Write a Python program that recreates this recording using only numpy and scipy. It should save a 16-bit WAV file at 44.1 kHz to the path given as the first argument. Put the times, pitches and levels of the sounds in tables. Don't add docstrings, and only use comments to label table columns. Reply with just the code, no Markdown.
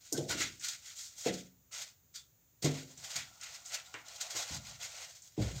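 import sys
import numpy as np
from scipy import signal
from scipy.fft import rfft, irfft, next_fast_len
from scipy.io import wavfile
from scipy.ndimage import map_coordinates

SR = 44100
rng = np.random.default_rng(int(sys.argv[2]) if len(sys.argv) > 2 else 0)


def wav_record(signal):
    frames = np.transpose(np.atleast_2d(signal))
    bounded = np.clip(frames, -1, 1)
    quanta = np.round(bounded * 32767).astype(np.int16)
    wavfile.write(sys.argv[1], SR, quanta)


N = 246951

# start in seconds, swell in seconds, hold in seconds,
# bead hiss in dB, slab rasp in dB over the hiss, hollow body in dB over the rasp.
RUB_STROKES = [(0.035, 0.012, 0.047, -56.5, -13, -20), (.119, 0.0041, 0.057, -44.5, -17.5, 2),
               (.283, 0.027, 0.015, -39, -2.5, -4.5), (.354, 0.06, 0.0088, -37.5, 0, -17),
               (.592, 0.053, 0.076, -42.5, -7.5, -21), (.805, 0.049, 0.067, -53, -7.5, -14.5),
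               (.94, 0.038, 0.081, -45.5, -18.5, -15), (1.15, 0.037, 0.055, -43.5, -17, -10.5),
               (1.238, 0.03, 0.0037, -43, 2, -9.5), (1.317, 0.007, 0.056, -51, -6, -21),
               (1.709, 0.03, 0.083, -44, -6.5, -11), (2.137, 0.013, .006, -47, -13.5, -21),
               (2.622, 0.029, 0.0075, -39.5, -1.5, -4.5), (2.699, 0.0088, 0.074, -50, -3, -6),
               (2.887, .017, .02, -56.5, -10, -4), (2.972, .006, 0.038, -52.5, -11, -8),
               (3.005, 0.034, 0.12, -47, -7, -6), (3.143, 0.019, 0.022, -46, 2.5, -11.5),
               (3.393, 0.047, .016, -49, 0.5, -19.5), (3.474, 0.023, .066, -51.5, -6, -8.5),
               (3.642, .014, .041, -49.5, -15, -12), (3.688, 0.058, .009, -46, 1.5, -10.5),
               (3.865, 0.017, .045, -64, -7, -1), (4.03, 0.051, 0.13, -57, -2.5, -5),
               (4.196, .02, 0.052, -49.5, -3.5, -2.5), (4.292, 0.011, .05, -46.5, -5, -5),
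               (4.337, .025, 0.057, -40, -6, -5), (4.438, 0.066, 0.058, -46, -5, -3.5),
               (4.622, 0.04, 0.069, -55, -3, -6), (4.782, 0.042, 0.044, -45, -6, -8),
               (4.885, 0.1, .058, -48.5, -4.5, -7), (5.079, .012, 0.011, -53.5, -10, -4),
               (5.14, 0.012, 0.022, -54, -12, -10), (5.218, 0.018, .035, -59, -17, -4),
               (5.358, 0.067, 0.066, -48.5, -2.5, -4), (5.519, 0.051, 0.012, -48, -8, -4.5)]
# start in seconds, end in seconds, hiss in dB.
LIGHT_BRUSHING = [(0.0, 1.42, -61), (2.8, 4.0, -61), (4.046, 5.12, -60), (5.148, 5.6, -67)]
# frequency in Hz, relative level in dB.
BEAD_SPECTRUM = [(900, -60.5), (2200, -55), (3300, 1), (4200, 1), (5200, 0.5), (5800, 1), (6900, 4.5),
                 (7600, -2), (8600, -6.5), (9500, -22.5), (10500, -20.5), (12700, -15), (14200, -19),
                 (16000, -20)]
# frequency in Hz, width in Hz, relative level in dB.
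RASP_RESONANCES = [(1421, 177, 0.5), (1903, 315, 0), (2064, 190, 5.5), (2580, 325, 1.5), (2785, 270, 2),
                   (3560, 360, 1)]
# frequency in Hz, width in Hz, relative level in dB.
BODY_RESONANCES = [(580, 200, -4.5), (713, 104, 0.5), (853, 134, -6.5), (1144, 200, -8.5)]
# time of the peak in seconds, relative level in dB,
# rise and fall in seconds (each the time for a change by a factor of 2.7).
SQUEAK_EVENTS = [(.178, -40.5, .002, .008), (.296, -37, .006, .01), (.313, -36, .013, 0.011),
                 (0.411, -36, .022, 0.012), (.647, -37.5, .007, .009), (.687, -35.5, .002, 0.01),
                 (0.863, -51, .008, .009), (0.994, -43.5, .007, .009), (1.27, -37.5, .012, 0.0052),
                 (1.341, -43, .0064, 0.0083), (1.722, -50.5, .002, 0.011), (2.15, -50, .002, 0.0098),
                 (2.161, -46.5, .008, 0.0099), (2.626, -34.5, .002, .012), (2.648, -31, .003, 0.0056),
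                 (3.045, -43.5, .006, 0.0093), (3.112, -43.5, .007, 0.01), (3.161, -32, .003, 0.012),
                 (3.436, -42.5, .0035, 0.009), (3.749, -33, .014, 0.0053), (4.084, -46, .002, 0.0069),
                 (4.164, -45.5, .013, .005), (4.213, -33, .005, 0.011), (4.31, -40.5, .008, 0.015),
                 (4.372, -35.5, .009, 0.0062), (4.547, -42, .011, 0.011), (4.671, -49.5, .005, 0.0037),
                 (4.695, -50, .002, 0.018), (4.845, -46.5, .006, 0.01)]
# start in seconds, relative level in dB,
# centre in Hz, width in octaves.
EDGE_TICKS = [(0.126, -26, 6540, 0.44), (.126, -42, 13300, 0.15), (0.1315, -30.5, 6650, 0.32),
              (0.137, -46, 1530, 0.042), (0.172, -43, 3130, 0.15), (0.177, -34.5, 6630, 0.55),
              (0.3, -36, 1456, 0.058), (0.402, -34.5, 2054, 0.06), (0.596, -43, 6500, 0.24),
              (0.6852, -31, 6400, .7), (2.155, -45, 4740, 0.076), (2.16, -50.5, 3500, 0.048),
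              (2.154, -61, 1370, 0.039), (2.975, -45, 7000, 0.23), (3.412, -40, 6060, 0.38),
              (3.6585, -40, 6650, 0.23), (3.9404, -44, 6360, 0.26), (4.082, -47, 6450, 0.3),
              (5.22, -47, 6640, 0.22)]
# frequency in Hz, width in Hz, relative level in dB.
LARGE_SLAB_NOTES = [(730, 110, 0), (1400, 90, 0.5)]
# start in seconds, relative level in dB, lowest Hz, highest Hz,
# note of the struck board in Hz, that note's relative level in dB over the knock.
FLOOR_KNOCKS = [(0.123, -39, 124, 640, 268, -6), (0.178, -36, 116, 654, 343, 2),
                (0.296, -48, 65, 460, 146, -7), (0.346, -46.5, 150, 420, 308, 0.5),
                (0.396, -48.5, 69.4, 418, 308, -6), (1.259, -31, 215, 750, 491, -2),
                (1.276, -49, 70, 260, 205, 6.5), (1.301, -38, 159, 550, 343, -0.5),
                (2.623, -48, 129, 635, 268, -9), (2.643, -31, 240, 720, 146, 1),
                (2.665, -40, 90, 620, 268, -3), (2.975, -62.5, 70, 169, 146, 0.5),
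                (3.154, -58.5, 70, 310, 146, -1), (3.942, -54.5, 276, 970, 113, -9),
                (4.345, -54, 277, 650, 113, -5), (4.507, -49, 65.4, 260, 81, -1),
                (4.548, -48.5, 60, 200, 127, -3.5), (4.681, -56, 60, 177, 127, -14),
                (5.377, -36.5, 119, 700, 308, -1.5), (5.389, -46, 130, 260, 205, 7),
                (5.402, -37, 48, 101, 113, 5), (5.525, -44, 50, 190, 127, -3)]
# frequency in Hz, relative level in dB before random
# variation, time to fall by 60 dB in seconds.
FLOOR_MODES = [(51.6, -1, 0.29), (61.5, 2, 0.53), (84, -5, 0.45), (98.5, 2, 0.53), (111.4, -12, .32),
               (126.9, -0.5, 0.62), (146.9, 4, 0.38), (183.2, -2.5, 0.52), (206.4, -5, 0.32),
               (264.3, -6.5, 0.52), (309.2, 1.5, 0.27), (338, 4.5, 0.14), (398, -0.5, 0.14),
               (454.1, 0, 0.24), (496, -6.5, 0.21), (518, -14.5, 0.23), (562.5, -6.5, 0.193),
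               (579, -30, .3), (706, -3.5, 0.32), (750, -12, 0.19), (847, -8, 0.3), (915, -12, 0.13)]
# frequency in Hz, time to fall by 60 dB in seconds; each sound uses a share.
ATTIC_RING = [(100, 1), (500, 0.25), (2000, 0.27), (7000, 0.14), (15000, 0.092)]
# delay in seconds, level in dB.
EARLY_REFLECTIONS = [(.0021, -21.5), (.0037, -28), (.0061, -18), (.0083, -19), (.0119, -14), (.0157, -21)]
# frequency in Hz, relative level in dB.
HISS_SPECTRUM = [(20, -17), (60, 12.5), (130, 12), (220, 0.5), (500, -5), (1000, -10), (2500, -12),
                 (5500, -12), (6400, -1), (7100, -1), (8200, -13), (9600, -20), (13000, -17.5),
                 (16000, -10.5)]
# frequency in Hz, level in dB.
WHINE_TONE = [(14863, -74)]

RELEASE_DB_PER_S = 224.5
CARRY_RASP_DB, CARRY_BODY_DB = -10, -11
SQUEAK_SLIPS_PER_S, SHARP_RISE_S, SLOW_RISE_POWER = 1100, .002, .24
TICK_T60_OCTAVE_S = 0.0082
CLAP_S, CLAP_DB, CLAP_HZ, CLAP_OCTAVES, CLAP_T60_S = 3.9412, -22.5, 1900, .6, 0.007
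CLAP_ECHO_DB, CLAP_ECHO_HZ, CLAP_ECHO_OCTAVES, CLAP_ECHO_T60_S = -19, 1700, .62, 0.19
SLAB_HELD_S, SLAB_HELD_FOR_S, SLAB_HUM_DB = 3.0, 1.87, -69
SHUDDER_T60_S, SHUDDER_AT_HZ, SHUDDER_POWER = 0.48, 122, 0.97
LONGEST_SHUDDER_S = 0.58
TOP_HZ = 15830


def amp(db):
    return 10 ** (np.asarray(db) / 20)


def unit(x):
    return x / np.sqrt(np.mean(x ** 2) + 1e-20)


def along(points, hz):
    point_hz, values = np.transpose(points)
    return np.interp(np.log(hz + 1), np.log(point_hz), values)


def fade(t, t60):
    return np.exp(-np.log(1000) * t / t60)


def wobble(rate, size):
    points = rng.standard_normal(int(size * rate / SR) + 4)
    return map_coordinates(points, [np.arange(size) * rate / SR])


def filtered(x, response):
    padded = next_fast_len(len(x) + 8192)
    gain = response(np.fft.rfftfreq(padded, 1 / SR))
    return irfft(rfft(x, padded) * gain, padded)[:len(x)]


def coloured(x, spectrum):
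    return filtered(x, lambda hz: amp(along(spectrum, hz)))


def band(hz, low_hz, high_hz):
    below = 1 + (low_hz / (hz + 1)) ** 8
    above = 1 + (hz / high_hz) ** 8
    return 1 / np.sqrt(below * above)


def resonant(x, modes, low_hz, high_hz):
    def response(hz):
        total = 0
        for k, (centre, width, db) in enumerate(modes):
            peak = 1j * hz * width / (centre * centre - hz * hz + 1j * hz * width)
            total = total + (-1) ** k * amp(db) * peak
        return total * band(hz, low_hz, high_hz)
    return filtered(x, response)


def add(track, s, sound):
    start = max(round(s * SR), 0)
    track[start:start + len(sound)] += sound[:N - start]


def attic(x, wet_db, length):
    hop = 64
    hz, _, direct = signal.stft(x, SR, nperseg=2 * hop)
    keep = fade(hop / SR, length * along(ATTIC_RING, hz)) ** 2
    power = np.array([signal.lfilter([0, 1 - k], [1, -k], np.abs(row) ** 2) for k, row in zip(keep, direct)])
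    scatter = signal.stft(rng.standard_normal(N), SR, nperseg=2 * hop)[2]
    echo = signal.istft(scatter * np.sqrt(power), SR, nperseg=2 * hop)[1][:N]
    echo = unit(echo) * np.std(x)
    return (x + amp(wet_db) * echo) / np.hypot(1, amp(wet_db))


def stroke(t, swell, hold):
    since_release = np.maximum(t - swell - hold, 0)
    return np.clip(t / swell, 0, 1) * amp(-RELEASE_DB_PER_S * since_release)


def slips(rate, wander, scatter_db, dust, size):
    pace = rate * np.exp(wander * (wobble(40, size) + wobble(400, size)))
    slipped = np.diff(np.floor(np.cumsum(pace) / SR), prepend=0) > 0
    strength = amp(scatter_db * np.clip(rng.standard_normal(size), -2, 2))
    return unit(unit(slipped * strength) + dust * rng.standard_normal(size))


def rubbing():
    t = np.arange(N) / SR
    contacts = list(RUB_STROKES)
    for start, end, db in LIGHT_BRUSHING:
        contacts.append((start, .01, end - start, db, CARRY_RASP_DB, CARRY_BODY_DB))
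    power = np.zeros((3, N))
    for start, swell, hold, db, rasp_db, body_db in contacts:
        shape = stroke(t[:int((swell + hold + .3) * SR)], swell, hold)
        levels_db = np.cumsum([db, rasp_db, body_db])
        for track, level_db in zip(power, levels_db):
            add(track, start, (amp(level_db) * shape) ** 2)
    hiss, rasp, body = np.sqrt(power)
    grip = amp(0.98 * wobble(90, N))
    drive = grip * slips(rate=800, wander=.45, scatter_db=1, dust=0.53, size=N)
    grain = unit(coloured(drive, BEAD_SPECTRUM))
    coarse = filtered(grain, lambda hz: band(hz, 500, 4450))
    pressure = np.clip(rasp / (hiss + amp(-89.0)), 0, .7)
    beads = hiss * (grain - coarse + 1.55 * pressure ** 0.56 * coarse)
    slab = amp(-0.5) * rasp * unit(resonant(drive, RASP_RESONANCES, low_hz=1120, high_hz=3770))
    drone = amp(-0.5) * body * unit(resonant(drive, BODY_RESONANCES, low_hz=393, high_hz=1390))
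    return attic(beads, wet_db=3, length=0.18) + attic(slab, wet_db=-4.0, length=0.19) + drone


def squeaks():
    track = np.zeros(N)
    t = np.arange(SR // 5) / SR - .06
    for s, db, rise, fall in SQUEAK_EVENTS:
        rate = SQUEAK_SLIPS_PER_S * (SHARP_RISE_S / rise) ** SLOW_RISE_POWER
        drive = slips(rate=rate, wander=.2, scatter_db=1.5, dust=0.54, size=len(t))
        beads = unit(coloured(drive, BEAD_SPECTRUM))
        slab = unit(resonant(drive, RASP_RESONANCES, low_hz=1150, high_hz=4000))
        shape = np.exp(np.minimum(t / rise, -t / fall))
        add(track, s + t[0], amp(db + 1.0) * (beads + amp(-12.5) * slab) * shape)
    return attic(track, wet_db=-6.5, length=0.86)


def crack(centre_hz, octaves, t60):
    t = np.arange(SR // 4) / SR

    def bell(hz):
        distance = np.log2((hz + 1) / centre_hz) / octaves
        return np.exp(-.5 * distance ** 2) * band(hz, 150, 8400)

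    burst = unit(filtered(rng.standard_normal(len(t)), bell))
    return burst * fade(t, t60) * (1 - np.exp(-t * centre_hz * octaves))


def ticks():
    track = np.zeros(N)
    for s, db, centre_hz, octaves in EDGE_TICKS:
        add(track, s, amp(db + 2.0) * crack(centre_hz, octaves, TICK_T60_OCTAVE_S / octaves))
    return attic(track, wet_db=-7.5, length=0.94)


def clap():
    track = np.zeros(N)
    answer = crack(CLAP_ECHO_HZ, CLAP_ECHO_OCTAVES, CLAP_ECHO_T60_S)
    add(track, CLAP_S, amp(CLAP_DB) * crack(CLAP_HZ, CLAP_OCTAVES, CLAP_T60_S))
    add(track, CLAP_S + 0.0022, amp(CLAP_DB + CLAP_ECHO_DB) * answer)
    return attic(track, wet_db=-3, length=0.93)


def slab_hum():
    track = np.zeros(N)
    t = np.arange(int((SLAB_HELD_FOR_S + .3) * SR)) / SR
    drive = slips(rate=600, wander=.45, scatter_db=5, dust=0.63, size=len(t))
    hum = unit(resonant(drive, LARGE_SLAB_NOTES, low_hz=556, high_hz=1590))
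    add(track, SLAB_HELD_S, amp(SLAB_HUM_DB) * hum * stroke(t, 0.066, SLAB_HELD_FOR_S))
    return track


def knocks():
    track = np.zeros(N)
    t = np.arange(int(.7 * SR)) / SR
    mode_hz, mode_db, mode_t60 = np.transpose(FLOOR_MODES)[:, :, None]
    for s, db, low_hz, high_hz, board_hz, board_db in FLOOR_KNOCKS:
        varied_db = mode_db + rng.standard_normal(mode_db.shape)
        shares = amp(varied_db) * band(mode_hz, low_hz, high_hz)
        gains = amp(db + 3) * shares / np.linalg.norm(shares)
        gains[np.argmin(np.abs(mode_hz - board_hz))] = amp(db + board_db + 5.0)
        phases = rng.uniform(0, 2 * np.pi, mode_hz.shape)
        tones = np.sin(2 * np.pi * mode_hz * t + phases)
        ring = np.sum(gains * tones * fade(t, mode_t60), axis=0)
        t60 = min(SHUDDER_T60_S * (SHUDDER_AT_HZ / low_hz) ** SHUDDER_POWER, LONGEST_SHUDDER_S)
        noise = filtered(rng.standard_normal(len(t)), lambda hz: band(hz, low_hz, high_hz) ** 2)
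        shudder = unit(noise) * fade(t, t60)
        onset = 1 - np.exp(-t / 0.0025)
        add(track, s, (ring + amp(db - 1.5) * shudder) * onset)
    return track


def walls(x):
    out = x.copy()
    for delay, db in EARLY_REFLECTIONS:
        add(out, delay, amp(db) * x)
    return unit(out) * np.std(x)


def background():
    hz, db = WHINE_TONE[0]
    phase = 2 * np.pi * np.cumsum(hz + 3 * wobble(28, N)) / SR
    whine = amp(db) * np.sqrt(2) * np.sin(phase)
    hiss = amp(-70.5) * unit(coloured(rng.standard_normal(N), HISS_SPECTRUM))
    return hiss + whine


def scene():
    foam = walls(rubbing() + squeaks() + ticks() + clap() + slab_hum())
    return (foam + knocks() + background())[None]


def record(dry):
    low_cut = signal.butter(3, 42, "highpass", fs=SR, output="sos")
    without_bass = signal.sosfilt(low_cut, dry)
    return np.array([filtered(channel, lambda hz: hz < TOP_HZ) for channel in without_bass])


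dry = scene()
out = record(dry)
wav_record(out)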